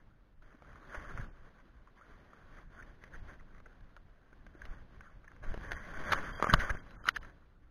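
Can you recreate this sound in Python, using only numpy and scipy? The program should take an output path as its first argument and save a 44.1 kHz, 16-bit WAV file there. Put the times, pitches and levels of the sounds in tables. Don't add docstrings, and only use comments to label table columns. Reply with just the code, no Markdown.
import sys
import numpy as np
from scipy import signal
from scipy.fft import rfft, irfft, next_fast_len
from scipy.io import wavfile
from scipy.ndimage import uniform_filter1d, map_coordinates

SR = 44100
rng = np.random.default_rng(int(sys.argv[2]) if len(sys.argv) > 2 else 0)


def amplitude_ratio(level_db):
    exponent = np.asarray(level_db, float) / 20
    return 10 ** exponent


def store_wav(level_fs):
    pcm = np.round(np.clip(np.atleast_2d(level_fs), -1, 1) * 32767)
    wavfile.write(sys.argv[1], SR, pcm.T.astype(np.int16))


N = 339570

# (frequency [Hz], level [dB per Hz])
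CASE_SPECTRUM = [(180, -39.5), (300, -11), (331, -17.5), (520, -12), (901, -10.5), (1130, -1), (1250, -12),
                 (1530, -2), (1820, -4.5), (2250, -12), (2750, -27), (3150, -14.5), (3500, -17),
                 (3950, -57), (5140, -73.5), (8690, -120)]
# (frequency [Hz], level [dB per Hz])
SWAY_SPECTRUM = [(7.1, -41), (12, 3.5), (31, -0.5), (206, -20), (300, -27), (390, -53), (660, -120)]
# (frequency [Hz], level [dB per Hz])
DRAG_SPECTRUM = [(60, -14), (150, -1.5), (350, -4.5), (600, -8.5), (900, -11.5), (2000, -19.5)]
# (frequency [Hz], level [dB per Hz])
STREAM_SPECTRUM = [(59, -29), (100, 0.5), (161, -3), (203, -5), (273, -18), (304, -1), (365, -13),
                   (1510, -17), (3530, -24.5), (3990, -29), (5190, -44), (8780, -120)]
# (frequency [Hz], step [dB])
CAMERA_STEP = [(100, -28), (800, -22), (1600, -18), (2300, -9), (3200, -4.5), (3700, -3), (4000, .5)]

# (start [s], length [s], level [dB], fibre pitch [Hz])
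RESTS = [
    (0, 0.031, -74, 1430),
    (0.555, 0.92, -71, 1400),
    (1.563, 0.33, -72, 1400),
    (2.706, 0.25, -70, 1510),
    (3.408, 0.67, -74.5, 1500),
    (4.216, 0.53, -72.5, 1558),
    (4.803, 0.43, -73.5, 1430),
    (6.958, 0.34, -70.5, 1400),
    (7.263, 0.11, -74.5, 1400),
    (7.398, 0.36, -80.5, 1367),
]
# (start [s], length [s], level [dB], fibre pitch [Hz])
STROKES = [(0.739, 0.29, -62.5, 1330), (0.925, 0.076, -53.5, 1486), (1.096, 0.11, -55, 1490),
           (2.055, 0.36, -66, 1400), (2.42, 0.16, -70.5, 1400), (2.37, .12, -67, 1450),
           (.66, .04, -67, 1500), (1.41, .04, -71, 1400), (5.95, .04, -53, 1520), (2.531, 0.037, -64, 1190),
           (2.573, 0.026, -63, 1670), (2.744, 0.025, -65, 1370), (2.791, 0.041, -66, 1620),
           (3.024, 0.028, -68, 1830), (3.149, 0.017, -58.5, 1630), (3.248, 0.082, -64.5, 1560),
           (3.594, 0.13, -74.5, 1470), (4.592, 0.15, -64.5, 1550), (4.99, 0.049, -69.5, 1430),
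           (5.307, 0.055, -68, 1540), (5.597, 0.21, -59.5, 1640), (5.961, 0.31, -49, 1476),
           (6.138, 0.031, -43.5, 1355), (6.285, 0.18, -54, 1400), (6.433, 0.094, -42.5, 1290),
           (6.513, 0.14, -49, 1315), (6.599, 0.032, -47, 1546), (6.731, 0.043, -57.5, 1490),
           (6.85, 0.076, -65, 1380), (7.105, 0.052, -57, 1508)]
# (start [s], length [s], level [dB], fibre pitch [Hz])
GRABS = [
    (.425, 0.08, -68, 1440),
    (1.96, 0.037, -72, 1352),
    (5.431, 0.65, -57, 1596),
]
# (time [s], width [s], reduction [dB])
LIFTS = [(.82, .07, 4), (1.29, .09, 4), (2.655, .07, 8), (3.22, .05, 5), (3.37, .04, 6), (3.625, .05, 7),
         (4.42, .05, 3), (6.415, .018, 7), (6.82, .05, 4), (7.13, .035, 8), (7.195, .02, 7)]
# (start [s], length [s], level [dB])
LEANS = [(.7, 0.13, -63.5), (.96, 0.033, -58), (1.14, 0.075, -50.5), (1.52, 0.26, -66), (2.12, 0.34, -67.5),
         (2.5, 0.99, -63), (3.19, 0.092, -54.5), (3.6, 0.43, -65), (4.4, 0.33, -61), (4.7, 0.27, -57),
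         (5, 0.27, -70), (5.47, 0.082, -50), (5.62, 0.36, -53), (6.11, 0.15, -45.5), (6.56, 0.029, -47),
         (6.65, 0.15, -53), (6.88, 0.44, -58)]

# (time [s], peak [dB], frequency [Hz], length [ms])
WALL_RINGS = [(.4235, -64.5, 3300, 1.5), (3.547, -61, 1970, 6), (3.807, -58.5, 3400, 1.5),
              (3.844, -61, 3500, 1.5), (3.975, -51, 1300, 5), (4.328, -54, 1490, 5),
              (4.466, -56, 3540, 1.5), (4.617, -57, 3480, 1.5), (5.01, -45.5, 1600, 7),
              (6.5372, -15.5, 3640, 2), (7.0872, -21.5, 3520, 2.5), (.998, -46, 1490, 9.2),
              (1.21, -43.5, 1620, 10), (2.015, -53, 1400, 14), (3.657, -51.5, 1416, 8.6),
              (4.617, -39, 1590, 6.2), (5.278, -40.5, 1680, 5.8), (6.091, -35, 1700, 10),
              (6.106, -36, 1650, 5.4), (6.165, -34, 1690, 6.4), (6.176, -33.5, 1470, 6),
              (6.503, -27.5, 2050, 3.7), (6.1198, -29, 1940, 3.5), (6.123, -29, 3000, 7.3),
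              (6.1237, -23, 1260, 6.5), (6.13, -19.5, 1200, 2.9), (6.1337, -18.5, 1220, 4.6),
              (6.4974, -17.5, 1560, 5.8), (6.5372, -8.5, 1192, 4.5), (6.538, -19, 2970, 6.2),
              (6.54, -15.5, 1576, 5.9), (6.601, -31.5, 1500, 11), (6.631, -34, 1500, 10),
              (6.643, -34, 1495, 11), (6.658, -38, 1550, 9), (6.695, -30, 1350, 5.1), (6.7, -31, 1660, 7),
              (6.7525, -36.5, 1573, 6.6), (7.055, -33.5, 1240, 4.5), (7.067, -33.5, 1300, 4.4),
              (7.075, -28.5, 1290, 5.2), (7.0797, -28, 1250, 4.2), (7.087, -11.5, 1430, 4.8),
              (7.0873, -16, 1910, 4.3), (7.0873, -27.5, 2900, 4.6), (7.163, -33, 1500, 4.7),
              (7.167, -32.5, 1430, 6)]
# (time [s], peak [dB], frequency [Hz], length [ms])
FURTHER_RINGS = [(6.4975, -36, 3200, 5), (6.484, -46, 3250, 6), (3.0385, -54, 3200, 4), (5.718, -40, 3200, 4.5),
                 (5.731, -47, 3200, 4), (6.158, -44, 3000, 8), (7.034, -60, 3100, 24), (7.078, -42, 2800, 4),
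                 (7.162, -44, 2800, 4), (7.167, -37, 1800, 7), (7.0868, -23, 3800, 3), (5.709, -38, 1600, 6),
                 (3.395, -56, 2000, 9), (3.657, -58, 2000, 9), (5.848, -49, 1950, 8), (5.857, -48, 2000, 7),
                 (5.888, -48, 1600, 8), (5.903, -47, 1550, 7), (5.942, -44, 1550, 8), (5.954, -43, 1500, 8),
                 (5.97, -43, 1550, 8), (6.325, -50, 3200, 24), (6.35, -49, 3250, 24), (6.372, -50, 3200, 24),
                 (5.635, -46, 1650, 8), (5.647, -45, 1800, 8), (5.655, -46, 1600, 8), (6.538, -27, 620, 10),
                 (6.684, -37, 1250, 8), (6.708, -36, 1700, 8), (6.59, -34, 1500, 7), (7.231, -50, 1300, 10),
                 (7.215, -62, 3000, 24), (6.785, -56, 3200, 16), (6.508, -30, 1550, 7), (6.617, -34, 1550, 7)]
# (time [s], peak [dB], ring [Hz])
SLEEVE_KNOCKS = [(.426, -56, 1450), (.526, -53, 1540), (0.549, -56, 1500), (0.73, -48, 1600),
                 (0.907, -48, 1220), (2.332, -46, 1180), (3.076, -53, 1870), (3.154, -45, 1690),
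                 (3.408, -56.5, 1310), (3.602, -49.5, 1470), (4.329, -51, 1530), (4.465, -45.5, 1590),
                 (4.552, -55, 1450), (5.244, -48.5, 1500), (5.438, -42.5, 1430), (5.519, -49, 1600)]
# (time [s], peak [dB], ring [Hz], contact [ms])
STRAP_TAPS = [(.757, -45, 1220, 4.4), (1.047, -45, 1690, 2.8), (1.117, -41, 1440, 7),
              (1.175, -32, 1400, 12), (1.2, -38, 1510, 5.2), (3.809, -56, 1580, 3), (1.873, -50, 1140, 9.6),
              (2.011, -48, 1290, 4.2), (2.824, -46, 1880, 10), (3.04, -46, 1810, 6), (3.333, -45, 1520, 11),
              (3.547, -59, 1980, 4.4), (5.008, -39.5, 1510, 3.8), (5.317, -43.5, 1530, 1.8),
              (5.364, -46, 1540, 2.3), (5.611, -41.5, 1600, 3.1), (5.733, -38, 1460, 4),
              (5.841, -44, 1760, 6.8), (6.753, -38, 1650, 4.2), (6.771, -37.5, 1700, 6),
              (7.04, -45, 1400, 7), (7.056, -39, 1230, 11), (7.248, -39, 1430, 8)]
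# (time [s], peak [dB], ring [Hz], body [dB], snap [dB])
GEAR_BLOWS = [(6.398, -31, 1090, 1, -20), (.622, -51, 1400, 0, -25), (3.399, -56, 1880, -7, -14),
              (3.965, -43.5, 1460, -9, -5), (4.618, -41, 1600, -38, -20), (4.653, -41, 1910, -10, -2.5),
              (5.279, -43.5, 1650, -44, -43), (5.541, -38.5, 1460, 3, -3), (5.709, -40, 1600, -16, -15),
              (5.718, -22, 1640, -12.5, -7), (6.122, -24, 1530, -26, -2), (6.4258, -30, 1250, -6, -8),
              (6.4437, -33, 1258, -8, -20), (6.47, -35, 1164, -3, -25), (6.503, -23, 1520, -26, -28),
              (6.507, -27, 1650, -14, -19.5), (6.5376, -15, 1320, -9.5, -2.5), (6.908, -46, 1590, -19, 1.5),
              (7.069, -33, 1896, -26, -15.5), (7.075, -26.5, 1400, -35, -21.5),
              (7.082, -32, 1144, -38, -3.5), (7.0872, -18.5, 1470, -49, 4.5), (7.162, -32, 1827, -30.5, 0),
              (7.229, -43, 1750, -28, -6.5)]
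# (time [s], peak [dB], ring [Hz], snap [dB], contact [ms])
SCRAPES = [(6.539, -20.5, 1900, -21.5, 6), (7.088, -25, 1917, -6, 3.7), (.996, -42.5, 1520, -48, 6.1),
           (3.281, -46, 1470, -31, 42), (6.035, -36.5, 1690, -22, 6.4), (6.1205, -20, 1670, -3, 15.6),
           (6.131, -21, 1500, -7.5, 6.4), (6.592, -28.5, 1800, -5, 33), (7.06, -34.5, 1326, -10, 34),
           (7.146, -46, 1770, -5, 14), (7.16, -28, 1700, -7, 11.5), (6.4905, -29, 1510, -18, 8.9),
           (6.5295, -21, 1353, -13.5, 6.3)]
# (time [s], peak [dB], ring [Hz], snap [dB], contact [ms])
SHOVES = [
    (.944, -33, 1450, -24.5, 14),
    (3.659, -49, 1470, -40, 9.8),
    (4.723, -52, 1550, -27, 12),
    (5.939, -64, 1680, -12, 14),
    (6.175, -32.5, 1470, -48, 17),
    (6.635, -37, 1502, -26, 13),
    (6.7, -29.5, 1750, -9.5, 11),
    (6.694, -31, 1500, -14.5, 13),
]
# (time [s], level [dB], frequency [Hz], t60 [ms], overtone [dB])
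WALL_STRIKES = [(6.4256, -17.5, 1200, 25, -17), (6.4436, -21.5, 1200, 25, -22),
                (6.4705, -24.5, 1170, 20, -24), (3.0388, -43, 1900, 14, -14), (5.7312, -36, 1800, 10, -9),
                (6.1206, -26, 1450, 16, -4), (6.1317, -22, 1300, 12, -8), (7.0805, -30, 1350, 12, -8),
                (7.0415, -45, 1350, 20, -14), (.6225, -48, 1300, 12, -20), (6.597, -40, 1900, 10, -6),
                (6.6955, -34, 1300, 14, -10), (6.7059, -36, 1800, 10, -6), (5.8412, -47, 2050, 16, -24),
                (3.409, -62, 1400, 6, 2), (3.582, -59, 2000, 16, -20), (3.602, -55, 1500, 16, -12),
                (1.0485, -45, 1500, 12, -18), (5.4385, -43, 1550, 20, -14), (5.448, -46, 1550, 16, -16),
                (5.5195, -46, 1600, 16, -20), (.4265, -58, 1500, 16, -8)]
# (time [s], peak [dB], width [ms], direction [signed gain])
JOLTS = [(.98, -34, 6.8, 0.83), (1.152, -35, 5.7, 1), (1.19, -34.5, 6.2, 0.9), (1.224, -35, 8, -0.81),
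         (4.642, -40, 7.3, -1.1), (4.703, -36, 15, 1), (4.719, -41, 11, -1.1), (5.478, -26, 18, 0.64),
         (5.495, -28, 28, -1.15), (5.519, -29, 6.3, 1), (6.008, -32.5, 77, -0.59), (6.173, -36, 18, -1.2),
         (6.212, -29.5, 32, -0.5), (6.535, -19.5, 3.7, 0.36), (6.547, -11.5, 11, -0.36),
         (6.589, -23.5, 7.8, 0.91), (6.64, -39, 72, -1.1), (6.71, -23, 6.5, 0.97),
         (6.727, -34.5, 32, -1.25)]
# (time [s], level [dB], frequency [Hz], t60 [s])
THUDS = [
    (.546, -49.5, 250, 0.046),
    (2.1, -54, 440, .03),
    (4.326, -52, 290, 0.022),
    (4.551, -44.5, 340, 0.027),
    (6.526, -22, 110, 0.033),
    (6.537, -15, 147, 0.05),
    (6.425, -28, 160, .03),
    (6.492, -27, 210, 0.045),
    (1.196, -26.5, 110, 0.032),
]
# (time [s], step [dB])
SLIPS = [
    (5.543, -36),
    (5.5767, -31),
    (6.75, -31),
]

STROKE_RISE_DB_S, STROKE_FALL_DB_S, GRAB_RISE_DB_S = 202, 107.5, 2000
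STILL_DB, STILL_HZ = -82, 1400
LEAN_RISE_DB_S, LEAN_FALL_DB_S, STAND_DB = 84.5, 80, -66.5
DRAG_BY_LEAN, DRAG_BY_RUB, DRAG_DB = 0.46, 0.41, -10
HOLLOW_HZ, HOLLOW_WIDTH_HZ, HOLLOW_SHARE = 584, 130, 0.11
PADDED_BODY_DB, PADDED_SNAP_DB, PADDED_MS = -7, -17.5, 7.2
TAP_BODY_DB, TAP_SNAP_DB, BLOW_MS = -17.5, -31, 6.2
SCRAPE_BODY_DB, SHOVE_BODY_DB = -21, -7
RING_LEAN, KNOCK_RISE_MS, HARD_ABOVE_DB = .75, .4, -24
DENT_SHARE, DENT_MS = 1.6, .45
INSIDE_HZ, INSIDE_DB, INSIDE_BY_DULL = 610, -22, .6
CAMERA_HZ, HOP, START = 8000, 128, 280
SPARE_ABOVE_DB, SPARE_SHARE = -38.5, 0.51


def unit(x):
    return x / np.sqrt(np.mean(x ** 2) + 1e-20)


def along(points, hz):
    f, v = np.transpose(points)
    return np.interp(np.log(hz + 1), np.log(f + 1), v)


def wobble(rate_hz):
    return map_coordinates(rng.standard_normal(int(N * rate_hz / SR) + 4), [np.arange(N) * rate_hz / SR])


def coloured(x, spectrum):
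    m = next_fast_len(N + 8192)
    gain = amplitude_ratio(along(spectrum, np.fft.rfftfreq(m, 1 / SR)))
    return unit(irfft(rfft(x, m) * gain, m)[:N])


def ring(x, hz, width_hz):
    return signal.lfilter(*signal.iirpeak(hz, hz / width_hz, SR), x)


def add_at(out, s, sound):
    out[round(s * SR):][:len(sound)] += sound


def bell(t, centre_s, width_s):
    return np.exp(-np.log(16) * ((t - centre_s) / width_s) ** 2)


def curves(rows, rise_db_s, fall_db_s):
    s, long_s, db = np.transpose(rows)[:3, :, None]
    t = np.arange(0, N, 32) / SR
    below_db = np.clip(s - t, 0, None) * rise_db_s + np.clip(t - s - long_s, 0, None) * fall_db_s
    return amplitude_ratio(2 * (db - below_db))


def fine(v):
    return np.interp(np.arange(N), 32 * np.arange(len(v)), v)


def gestures():
    swept = RESTS + STROKES
    rubs = np.vstack([curves(swept, STROKE_RISE_DB_S, STROKE_FALL_DB_S),
                      curves(GRABS, GRAB_RISE_DB_S, STROKE_FALL_DB_S)])
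    still = amplitude_ratio(2 * STILL_DB)
    total = rubs.sum(axis=0) + still
    pitch_hz = (np.transpose(swept + GRABS)[3] @ rubs + STILL_HZ * still) / total
    t = np.arange(0, N, 32) / SR
    lift_db = sum(db * bell(t, s, width_s) for s, width_s, db in LIFTS)
    rub_db = 10 * np.log10(total) - lift_db
    lean = curves(LEANS, LEAN_RISE_DB_S, LEAN_FALL_DB_S).sum(axis=0)
    sway_db = 10 * np.log10(lean + amplitude_ratio(2 * STAND_DB))
    drag_db = DRAG_DB + DRAG_BY_LEAN * sway_db + DRAG_BY_RUB * rub_db
    return map(fine, (rub_db, pitch_hz, sway_db, drag_db))


def fibres(pitch_hz):
    spread, size_draw = rng.standard_normal((2, 5000))
    at = (np.sort(rng.random(5000)) * N).astype(int)
    hz = pitch_hz[at, None] * np.exp(.11 * spread[:, None])
    t = np.arange(300) / SR
    size = amplitude_ratio(6.5 * np.clip(size_draw, -3, 1.25) + 3.0 * wobble(30)[at])[:, None]
    grain = size * np.sin(2 * np.pi * hz * t) * hz * t * np.exp(-hz * t / 2.2)
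    return unit(np.bincount((at[:, None] + np.arange(300)).ravel(), grain.ravel())[:N])


def movement():
    rub_db, pitch_hz, sway_db, drag_db = gestures()
    hiss = coloured(rng.standard_normal(N) * amplitude_ratio(2.4 * wobble(40)), CASE_SPECTRUM)
    hollow = unit(ring(ring(hiss, HOLLOW_HZ, HOLLOW_WIDTH_HZ), HOLLOW_HZ, 2 * HOLLOW_WIDTH_HZ))
    texture = 0.66 * hiss + 0.52 * fibres(pitch_hz) + HOLLOW_SHARE * hollow
    rub = amplitude_ratio(rub_db + 4.0 + 1.8 * wobble(19)) * texture
    rumble = amplitude_ratio(2.2 * wobble(12)) * coloured(rng.standard_normal(N), SWAY_SPECTRUM)
    sway = amplitude_ratio(sway_db + 5.5) * unit(rumble)
    scuff = amplitude_ratio(1.6 * wobble(24)) * coloured(rng.standard_normal(N), DRAG_SPECTRUM)
    drag = amplitude_ratio(drag_db + 2.5) * unit(scuff)
    return rub + sway + drag


def stream():
    return amplitude_ratio(-76.5 + 2.3 * wobble(2.7)) * coloured(rng.standard_normal(N), STREAM_SPECTRUM)


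def rings():
    out, t = np.zeros(N + SR), np.arange(SR // 40) / SR
    for s, db, hz, long_ms in WALL_RINGS + FURTHER_RINGS:
        swell = np.sin(np.pi * np.clip(1000 * t / long_ms, 0, 1) ** RING_LEAN) ** 2
        add_at(out, s, amplitude_ratio(db) * swell * np.sin(2 * np.pi * hz * t))
    return out[:N]


def contact(blow, db, hz, body_db, snap_db):
    wall = ring(ring(blow, hz, 380), hz, 900)
    wall = wall + 0.37 * ring(ring(blow, 1180, 350), 1180, 600)
    wall = wall + 0.17 * ring(ring(blow, 1950, 450), 1950, 800)
    wall = ring(wall, 1700, 1900)
    body = ring(ring(blow, 540, 290), 580, 510)
    snap = ring(ring(blow, 3400, 1700), 3400, 1800) + 0.9 * ring(blow, 2930, 220)
    parts = [(wall, 0), (body, body_db), (snap, snap_db)]
    return sum(amplitude_ratio(db + rel_db - 0.54) * v / abs(v).max() for v, rel_db in parts)


def knocks():
    out, ms = np.zeros(N + SR), 1000 * np.arange(SR // 12) / SR
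    sharp = [(*row, PADDED_BODY_DB, PADDED_SNAP_DB, PADDED_MS) for row in SLEEVE_KNOCKS]
    sharp += [(*row, BLOW_MS) for row in GEAR_BLOWS]
    sharp += [(s, db, hz, TAP_BODY_DB, TAP_SNAP_DB, long_ms) for s, db, hz, long_ms in STRAP_TAPS]
    sliding = [(s, db, hz, SCRAPE_BODY_DB, *rest) for s, db, hz, *rest in SCRAPES]
    sliding += [(s, db, hz, SHOVE_BODY_DB, *rest) for s, db, hz, *rest in SHOVES]
    for s, db, *ringing, long_ms in sharp:
        rattle = np.exp(-(ms / max(long_ms, .7)) ** 1.6) * (1 - np.exp(-ms / KNOCK_RISE_MS))
        blow = rng.standard_normal(len(ms)) * rattle
        lead, push = (0, 3.2) if db > HARD_ABOVE_DB else (12, 2.2)
        blow[lead:lead + 7] -= push
        add_at(out, s, contact(blow, db, *ringing))
    for s, *ringing, long_ms in sliding:
        swell = np.exp(-(ms / long_ms) ** 3) * (1 - 0.32 * np.exp(-ms / (0.34 * long_ms)))
        add_at(out, s, contact(rng.standard_normal(len(ms)) * swell, *ringing))
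    return out[:N]


def strikes():
    out, t = np.zeros(N + SR), np.arange(SR // 20) / SR
    for s, db, hz, t60_ms, over_db in WALL_STRIKES:
        decay_db = -60000 * t / t60_ms
        wall = np.sin(2 * np.pi * hz * t) * (amplitude_ratio(decay_db) + DENT_SHARE * np.exp(-1000 * t / DENT_MS))
        over = sum(np.sin(2 * np.pi * min(hz * k, 3800) * t) * amplitude_ratio(over_db + decay_db * k / 1.5)
                   for k in (1.68, 2.7))
        inside = np.sin(2 * np.pi * INSIDE_HZ * t) * amplitude_ratio(INSIDE_DB - INSIDE_BY_DULL * over_db + decay_db)
        add_at(out, s, -amplitude_ratio(db) * (wall + over + inside))
    return out[:N]


def bumps():
    out, t = np.zeros(N + SR), np.arange(SR // 5) / SR
    half_s = t[-1] / 2
    for s, db, width_ms, way in JOLTS:
        add_at(out, s - half_s, way * amplitude_ratio(db) * bell(t, half_s, width_ms / 1000))
    for s, db, hz, t60_s in THUDS:
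        add_at(out, s, amplitude_ratio(db - 60 * t / t60_s) * np.sin(2 * np.pi * hz * t))
    for s, db in SLIPS:
        add_at(out, s, -amplitude_ratio(db) * np.exp(-t / 0.0064))
    return out[:N]


def scene():
    return (movement() + stream() + rings() + knocks() + strikes() + bumps())[None]


def camera_rounding(x):
    k, n = np.arange(HOP) + .5, np.arange(2 * HOP) + .5
    window = np.sin(np.pi * n / (2 * HOP))
    basis = window * np.cos(np.pi / HOP * np.outer(k, n + HOP / 2)) * np.sqrt(2 / HOP)
    front, count = 8 * HOP - START, 8 * (len(x) // (8 * HOP) + 2)
    rows = np.arange(count)[:, None] * HOP + np.arange(2 * HOP)
    c = np.pad(x, (front, (count + 1) * HOP - front - len(x)))[rows] @ basis.T
    power = (c ** 2).reshape(-1, 8, HOP).mean(axis=1)
    local_db = 10 * np.log10(uniform_filter1d(power, size=12, axis=1) + 1e-18)
    bass = power[:, :20].mean(axis=1, keepdims=True)
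    treble = power[:, 20:].mean(axis=1, keepdims=True)
    whole_db = 10 * np.log10(treble + 0.0047 * bass)
    step_db = .45 * local_db + .58 * whole_db + along(CAMERA_STEP, k * CAMERA_HZ / (2 * HOP))
    step_db = step_db - SPARE_SHARE * np.clip(whole_db - SPARE_ABOVE_DB, 0, None)
    step = np.repeat(amplitude_ratio(step_db), 8, axis=0)
    uneven = amplitude_ratio(2 * rng.standard_normal((count // 4, 16)))
    step *= np.repeat(uneven, 4, axis=0).repeat(8, axis=1)
    band = ((c / step) ** 2).reshape(count, 16, 8).mean(axis=2)
    faint = band.repeat(8, axis=1) < .2
    c = ~faint * np.sign(c) * np.floor(abs(c) / step + .4) * step
    return np.bincount(rows.ravel(), (c @ basis).ravel())[front:][:len(x)]


def low_pass(x):
    return signal.sosfilt(signal.butter(12, 15900, fs=SR, output="sos"), x)


def record(dry):
    slow = camera_rounding(signal.resample(dry[0], N * CAMERA_HZ // SR))
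    joined = np.interp(np.arange(N) / SR, np.arange(len(slow)) / CAMERA_HZ, slow)
    mix = joined + amplitude_ratio(-97.5) * rng.standard_normal(N)
    return low_pass(mix[None])


dry = scene()
out = record(dry)
store_wav(out)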